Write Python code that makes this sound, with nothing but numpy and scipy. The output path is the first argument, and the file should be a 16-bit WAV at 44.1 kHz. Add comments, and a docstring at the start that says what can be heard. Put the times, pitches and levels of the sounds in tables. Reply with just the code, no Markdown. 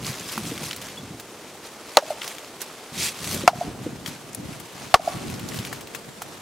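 """Chopping a log in the woods

An axe bites three times into a dry log, close to a small stereo microphone. Each blow rings the wood
and the steel head and tears fibres; trunks and a slope throw back dull echoes. Over a distant hush,
gusts rumble on the microphone, leaves rustle and snap, the log and feet bump, and a hand slides along
the handle. The recorder clips each blow and briefly turns itself down after it."""
import sys
import numpy as np
from scipy import signal
from scipy.fft import rfft, irfft
from scipy.io import wavfile
from scipy.ndimage import uniform_filter1d

SR = 44100
rng = np.random.default_rng(int(sys.argv[2]) if len(sys.argv) > 2 else 0)


def materialize(psi):
    """Save the field psi as 16-bit PCM at rate SR to the path in sys.argv[1].

    A 1-D psi becomes a single channel; in a 2-D psi each row is a channel.
    """
    bounded = np.clip(np.atleast_2d(psi).T, -1, 1)
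    quanta = np.round(bounded * 32767).astype(np.int16)
    wavfile.write(sys.argv[1], SR, quanta)


N = 282681

# The tone of each noisy sound. Each row: frequency in Hz, relative strength in dB.
HUSH_TONE = [(15, -56), (32, -28), (120, -6.5), (425, 1.5), (572, -2), (749, -3.5), (1780, -10.5),
             (2330, -11), (3780, -13), (8050, -15.5), (12100, -21.5), (15800, -28)]
WIND_TONE = [(15, -58), (25, -28), (38, -29), (118, 0), (134, 1.5), (281, -3), (317, -6), (408, -11),
             (518, -18), (600, -17), (780, -23), (1320, -120)]
LEAF_TONE = [(240, -21), (400, 2.5), (614, -8.5), (705, -6), (1240, -5), (1610, -9.5), (2220, -8),
             (6280, -13.5), (11600, -21), (15500, -31)]
SPLINTER_TONE = [(470, -17), (800, -2), (2410, -22), (6270, -20), (7010, -27.5), (8230, -28),
                 (15500, -38.5)]
HAND_TONE = [(710, -22), (1200, -15), (1650, -13.5), (2460, -1), (2950, -10), (3390, -5), (5370, -6),
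             (9890, -9.5), (15500, -22)]
# How loud the gusts and the sliding hand are. Each row: time in seconds, level in dB.
WIND_LEVELS = [(0, -32), (.15, -42.5), (.34, -43.5), (.4, -34.5), (.53, -35), (.77, -45.5), (1.11, -37.5),
               (1.27, -60.5), (1.5, -49.5), (1.63, -72), (2.89, -60), (3.03, -34), (3.15, -51), (3.34, -31),
               (3.6, -41.5), (3.68, -33.5), (3.93, -35.5), (4.02, -42.5), (4.35, -50), (4.4, -35.5),
               (4.7, -50), (5.09, -44), (5.24, -34.5), (5.39, -34.5), (5.79, -41.5), (5.84, -46),
               (6.41, -49.5)]
HAND_LEVELS = [(2.93, -45.5), (2.998, -27.5), (3.056, -24), (3.09, -27), (3.102, -36), (3.13, -43)]
# Stirs of the fallen leaves. Each row: peak time in seconds, peak level in dB,
# seconds to rise by 10 dB, seconds to fall by 10 dB.
LEAF_STIRS = [(.08, -32, 0.052, 0.098), (.34, -34.5, 0.25, 0.12), (.47, -34, 0.056, .12),
              (.66, -32.5, 0.071, 0.085), (.84, -39, 0.062, 0.23), (1.49, -47, 0.38, 0.045),
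              (1.66, -40, .03, 0.053), (1.93, -45, 0.19, 0.57), (2.11, -41, 0.3, 0.062),
              (2.24, -36, 0.047, 0.17), (2.61, -35.5, 0.0093, .05), (2.7, -46, 0.13, 0.43),
              (2.95, -41, 0.069, 0.32), (3.33, -29, .15, 0.065), (3.41, -36.5, .1, 0.052),
              (3.62, -41, 0.16, 0.12), (3.84, -42.5, 0.052, 0.077), (4.07, -38, 0.027, 0.11),
              (4.53, -41.5, 0.09, 0.073), (4.85, -42, 0.23, .1), (5.08, -37.5, 0.17, 0.2),
              (5.28, -41, 0.075, 0.41), (5.57, -36, 0.1, 0.073), (5.67, -37.5, 0.055, 0.033),
              (5.75, -42, 0.057, 0.093), (5.95, -40, 0.013, 0.035), (6.34, -42.5, 0.066, 0.044)]
# Leaves, twigs and falling chips snapping. Each row: start in seconds, level in dB, pitch in Hz,
# left minus right in dB, spray compared with the crack in dB.
TWIG_SNAPS = [(0.047, -28, 4060, -1, -16), (0.0663, -21.5, 5860, -3, -24), (0.1974, -30, 6450, -6, -14),
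              (0.3196, -29.5, 11000, 3, -8), (0.3775, -19.5, 1340, -5, -11), (0.5778, -26.5, 2930, -1, -10),
              (0.71, -20.5, 3080, 1, -19), (0.73, -23, 3390, -1, -16), (0.762, -29.5, 12000, 0, -3),
              (0.815, -34.5, 2720, -3, 0), (1.1977, -35, 5530, -1, 1), (2.2172, -18.5, 2470, 4.5, -32),
              (2.2427, -28, 2470, 3, -9), (2.277, -24.5, 4660, -2, -4), (2.383, -35, 3390, 12, -8),
              (2.4454, -34, 3600, 1, -16), (2.6165, -28, 8850, -16, -4), (3.243, -24.5, 3540, 3, -7),
              (3.3442, -26, 9670, 5, -0.5), (4.0602, -20.5, 3180, 6, -12.5), (4.076, -36, 1830, 10, 3.5),
              (4.331, -34, 7300, 4, -15), (4.3474, -23, 10200, 6, -16), (4.6, -35.5, 11100, 7, -3.5),
              (5.3, -34, 2920, 4, -3), (5.3404, -28.5, 4650, 4, -16), (5.3942, -33.5, 2980, 1, -4),
              (5.4873, -29.5, 4620, -7, -4), (5.5197, -30.5, 1950, 4, -20), (5.543, -30, 2200, 1.5, -3.5),
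              (5.5884, -25.5, 3470, 4, -10), (5.65, -27.5, 2780, 4, -8), (5.728, -23, 1290, 4, -8),
              (5.8088, -40, 1250, 3, 4), (5.8721, -34, 3090, -1, -7), (5.9484, -25, 2270, 9.5, -6.5),
              (6.2189, -23, 1060, -1, -7)]
# Low bumps, and a ping of the axe head. Each row: start in seconds, level in dB, pitch in Hz,
# fade time in seconds. A fade time is how long a sound takes to drop by 60 dB.
LOW_BUMPS = [(0.092, -19, 132, 0.083), (0.373, -23, 215.5, 0.15), (0.514, -18, 281, 0.065),
             (1.105, -22, 181, 0.051), (2.92, -27, 144, 0.058), (3.294, -26, 111, 0.092),
             (3.434, -13.5, 334, 0.038), (3.477, -10, 60, 0.032), (3.676, -24, 249, 0.073),
             (3.862, -10, 303, 0.035), (4.392, -24, 182, 0.094), (4.942, -31, 45, 0.027),
             (5.149, -21.5, 129, 0.059), (5.3, -21, 222, 0.028), (5.586, -17.5, 115, 0.087)]
STEEL_PINGS = [(0.975, -30.5, 3400, 0.086)]
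# Bites of the blade, three or four to a blow. Each row: start in seconds, log level in dB,
# pitch multiplier, extra starting pitch as a fraction, then gains in dB for the log's upper notes,
# the steel and the splinters.
BLADE_BITES = [(1.9705, 12, 0.83, 0.11, -10, 8, 8.5), (1.9731, 9.5, .82, 0.27, -4.5, -8, -2),
               (1.9765, 9, 0.79, 0.025, -15, -26, -10), (1.987, -12, 0.75, 0.051, -15, -30, -8),
               (3.4773, 12, 0.99, 0.053, -4, -22, 8.5), (3.4838, -5, 0.93, 0.058, 0, -25, -12),
               (3.494, -25, 0.68, .05, -6, -30, -31), (4.9413, 13.5, 0.96, 0.236, 2.5, -26, 7),
               (4.9438, 7, 0.83, 0.061, -4, -22, 6), (4.9468, 4, 0.93, 0.044, 2, -20, 4.5),
               (4.9555, -5, 0.64, 0.041, -3, -30, -13)]
# The natural notes of the log, and of the axe head damped by the wood.
# Each row: base pitch in Hz, relative level in dB, fade time in seconds.
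LOG_NOTES = [(722, 2.5, 0.025), (868, 9.5, 0.0059), (1169, -2, 0.022), (1419, -2.5, 0.021),
             (1604, -21.5, 0.022), (2120, -6.5, 0.018), (2410, -7.5, 0.011), (2710, 3.5, 0.0068),
             (3318, -12, 0.019)]
STEEL_NOTES = [(4090, 2, 0.011), (4230, -9, 0.01), (6660, -7.5, 0.011)]
# Echoes from nearby surfaces. Each row: delay in seconds, gain in dB.
NEAR_ECHOES = [(.024, -50), (.052, -23.5), (.06, -47), (.075, -51), (.108, -44), (.122, -62), (.132, -17),
               (.139, -41), (.152, -34)]
# Basic stereo width of the noises. "Mid" is what left and right share; "side" is how they differ.
# Each row: frequency in Hz, side compared with mid in dB.
NOISE_WIDTH = [(60, -29), (130, -24.5), (290, -18.5), (640, -11.5), (1410, -5), (3100, -3), (6820, -1.5),
               (15000, 0)]
# Stereo width of the low sounds. Each row: time in seconds, side gain in dB.
LOW_SPREAD = [(0, -46), (.8, -27), (1.5, -17), (2.1, -23), (2.8, -9), (3.0, -8.5), (3.6, -3.5), (4.4, 3.5),
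              (6.41, 5)]


def amp(db):
    """Turns decibels into a number to multiply by."""
    return 10 ** (np.asarray(db) / 20)


def normalise(x):
    """Scales a signal to an average power of 1."""
    return x / np.sqrt(np.mean(x ** 2) + 1e-20)


def at_hz(table, hz):
    """Looks up a table at these frequencies, gliding between rows on a musical scale."""
    row_hz, values = np.transpose(table)
    return np.interp(np.log(hz + 1), np.log(row_hz + 1), values)


def at_time(table, t):
    """Looks up a table at these times, gliding between rows."""
    return np.interp(t, *np.transpose(table))


def add(mix, start, sound):
    """Lays a sound into the mix, with its start in seconds."""
    part = mix[..., round(start * SR):][..., :sound.shape[-1]]
    part += sound[..., :part.shape[-1]]


def filtered(x, hz, kind):
    """Keeps the "low" part, the "high" part or a "band" of a sound."""
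    return signal.sosfilt(signal.butter(2, hz, kind, fs=SR, output="sos"), x)


def ring(notes, t, pitch_clock):
    """A struck object rings as fading sine waves; a faster pitch_clock raises their pitch."""
    return sum(amp(db - 60 * t / fade) * np.sin(2 * np.pi * hz * pitch_clock) for hz, db, fade in notes)


def noise(tone, size, patchy_db, flicker_db, wide_db, tilt=((0, 0), (9, 0))):
    """Restless stereo noise, built from short frames; tilt adds treble in dB per octave over time."""
    hop = size // 4
    frames, hz = N // hop + 5, np.fft.rfftfreq(size, 1 / SR)
    a, b, c, d, patches = rng.standard_normal((frames, len(hz), 5)).T
    patches = uniform_filter1d(patches, size=size // 64, axis=0)  # smooth across pitch
    patches = normalise(uniform_filter1d(patches, size=12, axis=1))  # and across time
    flicker = np.minimum(rng.exponential(1, frames), 3) - 1
    slope_db = at_time(tilt, np.arange(frames) * hop / SR) * np.log2((hz[:, None] + 50) / 4000)
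    shape = amp(at_hz(tone, hz)[:, None] + slope_db)
    shape /= np.sqrt((shape ** 2).mean(0))
    mid = a + 1j * b
    side = (c + 1j * d) * amp(at_hz(NOISE_WIDTH, hz)[:, None] + wide_db)
    spectra = np.array([mid + side, mid - side]) * shape * amp(patchy_db * patches + flicker_db * flicker)
    sound = signal.istft(spectra, nperseg=size, noverlap=size - hop)[1][:, :N]
    return sound / np.sqrt(np.mean(sound.mean(0) ** 2))


def distant_hush():
    """A soft, even noise from far away."""
    return amp(-43.5) * noise(HUSH_TONE, size=1024, patchy_db=0.8, flicker_db=1.5, wide_db=-3)


def wind(t):
    """Gusts push on the microphone's openings and make it rumble."""
    rumble = noise(WIND_TONE, size=1024, patchy_db=2, flicker_db=3.5, wide_db=9.5)
    return amp(at_time(WIND_LEVELS, t)) * rumble


def leaf_crackle():
    """Dry leaves give tiny cracks at random moments, a few of them loud."""
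    out, t = np.zeros((2, N)), np.arange(300) / SR
    for hz in np.geomspace(2200, 12500, num=10):
        strength = amp(2.2 * np.minimum(rng.exponential(1, N), 4))
        cracks = strength * (rng.random(N) < 25 / SR)  # about 25 a second
        tick = np.sin(2 * np.pi * hz * t) * np.exp(-t * hz)
        balance = amp(rng.uniform(-3, 5.5) * np.array([[1], [-1]]))
        out += signal.oaconvolve(cracks, tick)[:N] * balance
    return normalise(out)


def rustling_leaves(t):
    """Each stir of the leaves swells and dies away; louder stirs sound brighter."""
    steps = np.arange(0, N / SR + .01, .005)
    power = sum(amp(db - 10 * np.maximum((peak - steps) / rise, (steps - peak) / fall)) ** 2
                for peak, db, rise, fall in LEAF_STIRS)
    level_db = 10 * np.log10(power + 1e-9)
    brightness = np.transpose([steps, 2 + 0.25 * (level_db + 37.5)])
    rustle = noise(LEAF_TONE, size=256, patchy_db=2, flicker_db=3, wide_db=-6.5, tilt=brightness)
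    return (rustle + amp(-11) * leaf_crackle()) * amp(np.interp(t, steps, level_db))


def snaps(crack_fade_s=0.02, spray_fade_s=0.064):
    """Each snap is a short crack with a longer spray of dry fragments."""
    out, t = np.zeros((2, N)), np.arange(4096) / SR
    hz = np.fft.rfftfreq(len(t), 1 / SR)
    attack = np.minimum(t / 0.00048, 1)
    for start, db, pitch, pan_db, spray_db in TWIG_SNAPS:
        hiss = rng.standard_normal((4, len(t)))
        hiss = hiss[::2] + 0.17 * np.array([hiss[1::2], -hiss[1::2]])  # left and right nearly alike
        hump = 1 / (1 + ((hz - pitch) / (0.45 * pitch)) ** 2)
        crack_tone = hump * hz / (hz + 800)
        spray_tone = hz / (hz + 3000) / (hz + 3940 + 0.4 * pitch)  # higher snaps spray brighter
        crack = normalise(irfft(rfft(hiss[:, 0]) * crack_tone)) * amp(-60 * t / crack_fade_s)
        spray = normalise(irfft(rfft(hiss[:, 1]) * spray_tone)) * amp(spray_db - 60 * t / spray_fade_s)
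        balance = amp([[pan_db / 2], [-pan_db / 2]])
        add(out, start, (crack + spray) * amp(db) * attack * balance)
    return out


def bumps(rise_s=0.0041):
    """Soft, low knocks as the log rocks or feet shift, and a deep thud under two of the blows."""
    out, t = np.zeros(N), np.arange(8192) / SR
    for start, db, hz, fade in LOW_BUMPS:
        notes = [(hz, db, fade), (1.625 * hz, db - 9, 1.6 * fade)]
        add(out, start, ring(notes, t, t) * (1 - np.exp(-t / rise_s)))
    return out


def steel_ping(rise_s=0.002):
    """The axe head grazes something and rings with one high note."""
    out, t = np.zeros(N), np.arange(4096) / SR
    for start, db, hz, fade in STEEL_PINGS:
        add(out, start, ring([(hz, db, fade)], t, t) * np.minimum(t / rise_s, 1))
    return out


def axe_blows(settle_s=0.0034, wood_rise_s=0.0021, contact_rise_s=0.00031):
    """Each bite rings the log and the steel and tears fibres."""
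    out, t = np.zeros((2, N)), np.arange(4096) / SR
    tone = amp(at_hz(SPLINTER_TONE, np.fft.rfftfreq(len(t), 1 / SR)))
    for start, log_db, pitch, extra, upper_db, steel_db, splinter_db in BLADE_BITES:
        # Wedged wood starts out stiffer, so its pitch starts high and settles.
        clock = pitch * (t + extra * settle_s * (1 - np.exp(-t / settle_s)))
        wood = ring(LOG_NOTES[:1], t, clock) + amp(upper_db) * ring(LOG_NOTES[1:], t, clock)
        wood *= amp(log_db) * (1 - np.exp(-t / wood_rise_s))
        steel = amp(steel_db) * ring(STEEL_NOTES, t, t)
        mid, side = rng.standard_normal((2, len(t)))
        tearing = normalise(irfft(rfft(mid + 0.22 * np.array([side, -side])) * tone))
        fading = amp(-60 * t / 0.0092) + amp(-16 - 60 * t / 0.074)  # a quick crack and a faint tail
        splinters = amp(splinter_db) * tearing * fading
        add(out, start, (wood + steel + splinters) * (1 - np.exp(-t / contact_rise_s)))
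    return filtered(out, 377, "high")  # the log gives off little bass


def far_echoes(axe, rise_s=0.1, fade_s=1.04):
    """Far trunks scatter each blow into many tiny echoes that blend into a dull tail."""
    t = np.arange(SR) / SR
    echoes = rng.choice([-1., 1.], (2, SR)) * (rng.random((2, SR)) < 2000 / SR)
    echoes = echoes + 0.49 * echoes[::-1]  # each side hears some of the other
    echoes *= (1 - np.exp(-(t / rise_s) ** 2)) * amp(-60 * t / fade_s)
    echoes *= amp(-32) / np.linalg.norm(echoes[0])
    dull = filtered(axe, 1660, "low")
    return signal.fftconvolve(dull[None], echoes, axes=1)[:, :N]


def near_echoes(axe, band_hz=(490, 800), blur_s=0.0025):
    """Nearby surfaces send back a few dull slaps, each blurred by rough bark."""
    out, t = np.zeros(N), np.arange(1024) / SR
    blur = np.exp(-t / blur_s) * np.cos(2 * np.pi * np.mean(band_hz) * t)
    slap = signal.oaconvolve(filtered(axe, band_hz, "band"), 2 * blur / (blur_s * SR))[:N]
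    for delay, db in NEAR_ECHOES:
        add(out, delay, amp(db) * slap)
    return out


def sliding_hand(t):
    """Skin rubs along the handle with a brief hiss."""
    sliding = (t > HAND_LEVELS[0][0]) & (t < HAND_LEVELS[-1][0])
    rubbing = noise(HAND_TONE, size=256, patchy_db=1.5, flicker_db=-2.5, wide_db=-8.5)
    return sliding * amp(at_time(HAND_LEVELS, t)) * rubbing


def spread_lows(mix, t, below_hz=2090):
    """The low sounds sit in the centre at first and spread out later."""
    mid, side = (mix[0] + mix[1]) / 2, (mix[0] - mix[1]) / 2
    low_side = signal.sosfiltfilt(signal.butter(2, below_hz, fs=SR, output="sos"), side)
    side += low_side * (amp(at_time(LOW_SPREAD, t)) - 1)
    return np.array([mid + side, mid - side])


def scene():
    """Mixes the axe and its echoes with the quieter sounds around it."""
    t = np.arange(N) / SR
    noises = rustling_leaves(t) + sliding_hand(t) + wind(t) + distant_hush()
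    axe = axe_blows()
    echoes = far_echoes(axe.mean(0)) + near_echoes(axe.mean(0))
    return spread_lows(noises + snaps() + bumps() + steel_ping() + axe + echoes, t)


def record(dry, threshold_db=-5.5, react_s=0.0023):
    """The recorder turns loud sounds down a moment too late, so their peaks are cut flat (clipped)."""
    power_db = 10 * np.log10(abs(uniform_filter1d((dry ** 2).mean(0), size=200)) + 1e-12)
    recovery_db = 106 * np.arange(N) / SR
    held_db = np.maximum.accumulate(power_db + recovery_db) - recovery_db  # each peak sinks steadily
    excess_db = np.maximum(held_db - threshold_db, 0)
    lag = np.exp(-1 / (react_s * SR))
    cut_db = 0.81 * signal.lfilter([1 - lag], [1, -lag], excess_db)
    clipped = np.clip(dry / amp(cut_db), -.99, .99)
    clipped = filtered(clipped, 35, "high")  # a capacitor blocks the deepest bass
    treble_cut = signal.firwin(1023, 15840, window=("kaiser", 9), fs=SR)
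    return signal.oaconvolve(clipped, treble_cut[None], "same")


dry = scene()
out = record(dry)
materialize(out)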